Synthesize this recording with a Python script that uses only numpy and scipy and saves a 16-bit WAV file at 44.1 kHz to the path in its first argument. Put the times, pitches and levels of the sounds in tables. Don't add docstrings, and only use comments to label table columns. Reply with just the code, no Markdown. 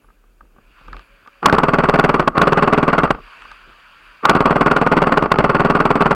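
import sys
import numpy as np
from scipy import signal
from scipy.io import wavfile
from scipy.ndimage import uniform_filter1d

SR = 44100
rng = np.random.default_rng(int(sys.argv[2]) if len(sys.argv) > 2 else 0)


def convert_level_to_amplitude(level_db):
    exponent = np.asarray(level_db, float) / 20
    return 10 ** exponent


def log_audio(samples):
    frames = np.atleast_2d(samples).T
    limited = np.clip(frames, -1, 1)
    pcm = np.round(limited * 32767).astype(np.int16)
    wavfile.write(sys.argv[1], SR, pcm)


N = 271194


def evened(x):
    return x / np.sqrt(np.mean(x ** 2) + 1e-20)


def add(mix, s, sound):
    part = mix[max(round(s * SR), 0):][:len(sound)]
    part += sound[:len(part)]


def band(x, lo_hz, hi_hz):
    return signal.sosfilt(signal.butter(2, [lo_hz, hi_hz], "band", fs=SR, output="sos"), x)


def track(tables, column, hold_s=0):
    t, out = np.arange(N) / SR, np.zeros(N)
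    for rows in tables:
        s, db = np.transpose(rows)[[0, column]]
        inside = (t >= s[0]) * (t < s[-1] + hold_s)
        out += convert_level_to_amplitude(np.interp(t, s, db)) * inside
    return uniform_filter1d(out, size=300)


def rings(hz, db, t60, size=8000):
    t = np.arange(size)[:, None] / SR
    return (convert_level_to_amplitude(db - 60 * t / t60) * np.sin(2 * np.pi * hz * t)).sum(1)


def chatter(spread_db):
    size = np.minimum(rng.exponential(1, N), 4)
    return evened(rng.standard_normal(N) * convert_level_to_amplitude(spread_db * size))


def burst(length_ms):
    ms = np.arange(1500) / SR * 1000
    return (1 - np.exp(-ms / 0.7)) / (1 + (ms / length_ms) ** 4)


def blaster():
    # delay after slam/ms, shove/dB, rattle/dB, rattle length/ms
    slam = [
        (0, 0.5, -11.5, 5.26),
        (4.9, -5.5, -16, 3.03),
        (7.2, -6.5, -12.5, 2.38),
    ]
    # delay after slam/ms, shove/dB, rattle/dB, rattle length/ms
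    rebounds = [
        (12.12, -8, -19, 3.83),
        (17.27, -12.5, -15, 3.27),
        (22.42, -15.5, -21.5, 4.5),
        (38.76, -23, -25.5, 5.4),
    ]
    # t/s, peak level/dB, shove/dB
    clacks = [(1.428, -8.5, -22), (1.433, -31, 5), (1.484, -6, 12), (1.495, -4, -4), (2.225, -11, -16),
              (2.354, -15, -16), (2.368, -7, -35), (3.148, -19, 12), (3.186, -31, 6), (4.286, -4, -21),
              (5.258, -4, -6), (5.304, -17, -36), (5.341, -9, 18), (5.357, -6, -10)]
    shoves, rattle, air, clank = np.zeros((4, N))
    blows = [*slam, *rebounds]
    fired = shots()
    chance = rng.standard_normal((len(fired), len(blows), 3))
    shell = rings(1117.3 * np.array([1, 1.3]), -7 - np.array([0, 9.]), 0.056, size=1500) * burst(5.4)
    for (s, shove_db, rattle_db, bounce_db, rebound_db), luck in zip(fired, chance):
        for k, (ms, blow_db, shake_db, length_ms) in enumerate(blows):
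            at = s + ms / 1000
            if k == 0:
                push_db, loose_db = shove_db, 1.37 * rattle_db
            else:
                at += 0.3 * luck[k, 0] / 1000
                if k < len(slam):
                    push_db, loose_db = bounce_db + 1.1 * luck[k, 1:]
                    loose_db += 1.37 * rattle_db
                else:
                    push_db, loose_db = rebound_db + 2.2 * luck[k, 1:]
            add(shoves, at, convert_level_to_amplitude([blow_db + push_db]))
            add(rattle, at + 0.00071, burst(length_ms) * convert_level_to_amplitude(shake_db + loose_db))
        add(clank, s + 0.001076, convert_level_to_amplitude(1.48 * rattle_db) * shell)
        add(rattle, s - .006, convert_level_to_amplitude(-19.5) * np.linspace(0, 1, round(0.0049 * SR)))
        add(air, s - .003, convert_level_to_amplitude(-53) * burst(13.3))
        add(air, s + .005, convert_level_to_amplitude(-75) * burst(22.))
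        add(air, s + .013, convert_level_to_amplitude(-56.5 + rebound_db) * burst(3.4))
    for s, db, shove_db in clacks:
        add(shoves, s, convert_level_to_amplitude([db + shove_db - 13.5]))
        add(rattle, s, convert_level_to_amplitude(db - 5.5) * burst(4.4))

    grind, share = motor()
    rumble = share * evened(band(rng.standard_normal(N), 170, 470))
    mesh_hz, mesh_width_hz = 1183, 156
    whirr = convert_level_to_amplitude(1) * evened(band(chatter(1.6), mesh_hz - mesh_width_hz / 2, mesh_hz + mesh_width_hz / 2))
    nozzle = air * evened(band(chatter(3.5), 7750, 8340))
    ticks = convert_level_to_amplitude(13) * band(shoves, 2330, 15000)
    loose_parts = housing(rattle * chatter(2.54) + convert_level_to_amplitude(-5) * grind * chatter(3.1) + ticks)
    return body(shoves) + clank + band(loose_parts, 260, 22000) + grind * (rumble + whirr) + nozzle


def shots():
    # first slam t/s, last slam t/s
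    runs = [
        (1.5826, 2.1423),
        (2.4719, 2.9817),
        (4.4564, 5.1723),
        (5.4954, 6.109),
    ]
    # shove/dB, rattle/dB, bounce/dB, rebound/dB
    steady_db = (0.27, 1.22, 1.4, 0.57)
    # shove/dB, rattle/dB, bounce/dB, rebound/dB
    scatter_db = (1.0, 0.6, 2.0, 2.5)
    # t/s, shove/dB, rattle/dB, bounce/dB, rebound/dB
    uneven = [(1.4569, -1.5, 12, -19, 3), (1.5265, 7.5, 5.5, -13, 8), (2.1958, 1.5, 1.5, -1, -3),
              (2.2754, 0, 4.5, -4, -41), (2.3778, 1.5, 3.5, -27, -4), (2.4147, 2, 6.5, -6, 8),
              (3.0346, 2.5, 0.7, -1, 4), (3.1055, 2.5, 5, -9, -11), (4.2515, -21, 7.5, -35, -6),
              (4.294, 2, 9.5, -13, 8), (4.3515, 2.5, 1.5, -7, 5), (4.4055, 4, 0.5, -1.5, -3),
              (5.225, 0, -1, -10, -0.5), (5.3165, 3, 5, -6, -20), (5.3868, 7, 3.5, -2, 5),
              (5.442, 2, 2.5, -4, 2.5)]
    cycle_s, jitter_s = .0511, .0004
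    s = np.concatenate([np.linspace(a, b, round((b - a) / cycle_s) + 1) for a, b in runs])
    luck = np.clip(rng.standard_normal((len(s), 5)), -2, 2)
    levels = np.array(steady_db) + np.array(scatter_db) * luck[:, 1:]
    steady = np.column_stack([s + jitter_s * luck[:, 0], levels])
    return np.vstack([uneven, steady])


def motor():
    # pull t/s, release t/s, start-up grind/dB, start-up rumble/dB, coasting loss/(dB/s)
    pulls = [
        (1.424, 2.205, 3.5, 0.5, 90),
        (2.344, 3.07, 5, -0.5, 154),
        (4.227, 5.244, 5, -5.5, 130),
        (5.302, 6.2, -1.5, 2, 100),
    ]
    spin_up_s, wind_up_s, coast_s = 0.15, 0.013, 0.14
    t, grind, share = np.arange(N) / SR, np.zeros(N), np.zeros(N)
    stops = np.append(np.transpose(pulls)[0, 1:], N / SR)
    for (pull, release, surge_db, rumble_db, loss_db), stop in zip(pulls, stops):
        on = (t >= pull) * (t < min(release + coast_s, stop))
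        fresh = np.exp(-(np.maximum(t - pull, 0) / spin_up_s) ** 2)
        rise = np.clip((t - pull) / wind_up_s, .2, 1)
        coasting_db = loss_db * np.maximum(t - release, 0)
        grind += on * rise * convert_level_to_amplitude(-26 + surge_db * fresh - coasting_db)
        share += on * convert_level_to_amplitude(-1 + rumble_db * fresh)
    return uniform_filter1d(grind, size=300), share


def body(shoves):
    # f/Hz, level/dB, time to fade by 60 dB/s
    hollow_modes = [(152.4, -14, 0.053), (218.4, -10.5, 0.03), (285.4, -11.5, 0.037), (402.6, -13.5, 0.032),
                    (490, -15, 0.026), (859, -14, 0.03)]
    hz, db, t60 = np.transpose(hollow_modes)
    t = np.arange(6000)[:, None] / SR
    pull = (convert_level_to_amplitude(db - 60 * t / t60) * np.cos(2 * np.pi * hz * t)).sum(1)
    contact = np.hanning(round(0.00088 * SR))
    hollow = signal.oaconvolve(shoves, np.convolve(pull, contact / contact.sum()))[:N]
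    sway = rings(np.array([32., 58.]), np.array([-31., -29.]), 0.26)
    rocking = signal.oaconvolve(shoves, sway)[:N]
    return -band(hollow, 58, 4200) - rocking


def housing(x):
    # f/Hz, width/Hz, level/dB
    resonances = [(746, 677, 2), (1104, 95, 1.5), (1402, 152, 3.5), (1840, 570, -9.5), (2617, 415, -14),
                  (3300, 210, -28.5), (4480, 400, -28.5), (5100, 570, -40.5), (7800, 600, -54.5)]
    hz, width, db = np.transpose(resonances)
    f = abs(np.fft.fftfreq(4096, 1 / SR))[:, None]
    power = (convert_level_to_amplitude(2 * db) / (1 + ((f - hz) / width) ** 2) ** 3).sum(1)
    log_gain = .5 * np.log(power + convert_level_to_amplitude(-130))
    ring = np.fft.ifft(np.exp(signal.hilbert(log_gain).conj())).real[:2048]
    return signal.oaconvolve(x, ring / np.linalg.norm(ring))[:N]


def knocks():
    # t/s, peak level/dB, thud/dB, snap/dB
    taps = [(0.044, -39, -6, -25), (0.086, -37, -16, -25), (0.103, -37, -10, -27), (0.239, -42, -10, -19),
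            (0.408, -25, -25, -35), (0.453, -48, 3, -14), (0.563, -37, -6, -23), (0.584, -34.5, -5, -27),
            (0.812, -39, 2, -12), (0.882, -20, -12.5, -11), (0.93, -15.5, -34, -8), (0.944, -22, -11, -24),
            (0.967, -23.5, -33, -2), (0.994, -27, -25, 1), (1.261, -30, -22, -22), (1.275, -25.5, -15, -2),
            (1.279, -26, -34, -24), (3.421, -23.5, -35, 0.5), (3.453, -21.5, -38, -16),
            (3.516, -19.5, -24, -2.5), (3.666, -49, -13, -11), (3.675, -43, -6, -7),
            (3.692, -42.5, 2, -11.5), (3.702, -47, -16, -8), (4.052, -41, -41, -18)]
    out, shoves, snaps, drag = np.zeros((4, N))
    soft = 1 - np.exp(-np.arange(2000) / 60.0)
    for (s, db, thud_db, snap_db), tick in zip(taps, rng.standard_normal((len(taps), 120))):
        hz = 1194 * (1 + 0.036 * tick[-1])
        ring_db = db - np.array([11., 1.5, 8.])
        add(out, s, soft * rings(hz * np.array([.78, 1, 1.27]), ring_db, 0.02, size=2000))
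        add(snaps, s, convert_level_to_amplitude(db + snap_db + 6) * tick * np.exp(-np.arange(len(tick)) / 30))
        add(shoves, s, convert_level_to_amplitude([db + thud_db - 3]))
        add(drag, s, convert_level_to_amplitude(db + thud_db - 13.5) * burst(12.0))
    sliding = drag * evened(band(rng.standard_normal(N), 174, 580))
    return out + band(snaps, 1340, 3050) + body(shoves) + sliding


def carrier():
    # f/Hz, level per Hz/dB
    cloth = [(410, -21.5), (700, -13.5), (823, -17), (1060, -4.5), (1200, -3.5), (1530, -2), (1740, -7.5),
             (2040, -14), (2350, -6), (2670, -6), (3560, -19.5), (4130, -24.5), (4690, -16.5),
             (5320, -32.5), (11000, -39.5), (14300, -77.5), (22000, -120)]
    # t/s, rustle level/dB
    busy = [
        [(0.0, -64), (0.172, -67.5), (0.5, -68.5), (0.58, -64), (0.808, -51), (1.012, -50.5), (1.09, -55.5),
         (1.41, -54)],
        [(3.13, -50), (3.184, -51), (3.28, -44), (3.46, -43), (3.66, -47.5), (3.86, -48.5), (4.05, -46.5),
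         (4.215, -48.5)],
    ]
    frames, hz = N // 128 + 5, np.fft.rfftfreq(512, 1 / SR)
    a, b, patches = rng.standard_normal((frames, 257, 3)).T
    patches = uniform_filter1d(patches, size=6, axis=0)
    patches = evened(uniform_filter1d(patches, size=12, axis=1))
    f, db = np.transpose(cloth)
    colour = np.interp(np.log(hz + 1), np.log(f), db)[:, None]
    spectrum = (a + 1j * b) * convert_level_to_amplitude(colour + 1.7 * patches)
    rustle = signal.istft(spectrum, nperseg=512, noverlap=384)[1][:N]
    sway = band(band(rng.standard_normal(N), 27, 37.2), 36, 50)
    scuff = band(rng.standard_normal(N), 50, 500)
    moving = track(busy, 1, hold_s=.04) * evened(rustle)
    swaying = lurching(column=2, still_db=-64) * evened(sway)
    return moving + swaying + lurching(column=3, still_db=-68) * evened(scuff)


def lurching(column, still_db):
    # t/s, length/s, sway level/dB, scuff level/dB
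    lurches = [(0.028, 0.23, -49.5, -69), (0.304, .06, -58, -73), (0.434, 0.028, -43.5, -61),
               (0.598, 0.23, -44.5, -65.5), (0.935, 0.088, -36.5, -47), (1.133, .06, -55, -69),
               (1.236, 0.036, -67, -62), (3.173, 0.094, -44.5, -52), (3.48, .12, -49, -64),
               (3.69, 0.061, -48, -59), (4.065, 0.16, -65, -71)]
    t = np.arange(N) / SR
    swells = [convert_level_to_amplitude(row[column]) * np.exp(-((t - row[0]) / row[1]) ** 2 * 2) for row in lurches]
    return convert_level_to_amplitude(still_db) + sum(swells)


def creak():
    # t/s, f/Hz, level/dB
    strap = [
        (1.07, 502.9, -75),
        (1.116, 562, -60),
        (1.262, 542, -75),
        (1.282, 630, -75),
        (1.302, 567, -68),
        (1.4, 545, -62),
    ]
    s, hz, db = np.transpose(strap)
    t = np.arange(N) / SR
    turns = np.cumsum(np.interp(t, s, hz)) / SR
    return np.sqrt(2) * track([strap], 2) * np.sin(2 * np.pi * turns)


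def electronics():
    # f/Hz, level/dB
    whine = [(6804, -88), (13609, -84)]
    t = np.arange(N) / SR
    tones = sum(np.sqrt(2) * convert_level_to_amplitude(db) * np.sin(2 * np.pi * hz * t) for hz, db in whine)
    opening = ((t - .015) % 1 < 0.066) + .4 * ((t - .12) % 1 < .03)
    leak = convert_level_to_amplitude(-73) * uniform_filter1d(opening, size=200) * np.sin(2 * np.pi * 11122 * t)
    hiss = convert_level_to_amplitude(-75 + 3.5) * rng.standard_normal(N)
    return hiss + tones + leak


def scene():
    return (blaster() + knocks() + carrier() + creak())[None]


def roll_off(x):
    return signal.sosfilt(signal.butter(12, 16410, fs=SR, output="sos"), x)


def record(dry):
    clipped = np.clip(dry, -.7, .7)
    drooped = signal.lfilter(*signal.butter(1, [6, 19000], "band", fs=SR), clipped)
    treble_limit = signal.firwin(511, 16150, fs=SR)[None]
    edged = signal.oaconvolve(drooped + electronics(), treble_limit, "same")
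    return roll_off(edged)


dry = scene()
out = record(dry)
log_audio(out)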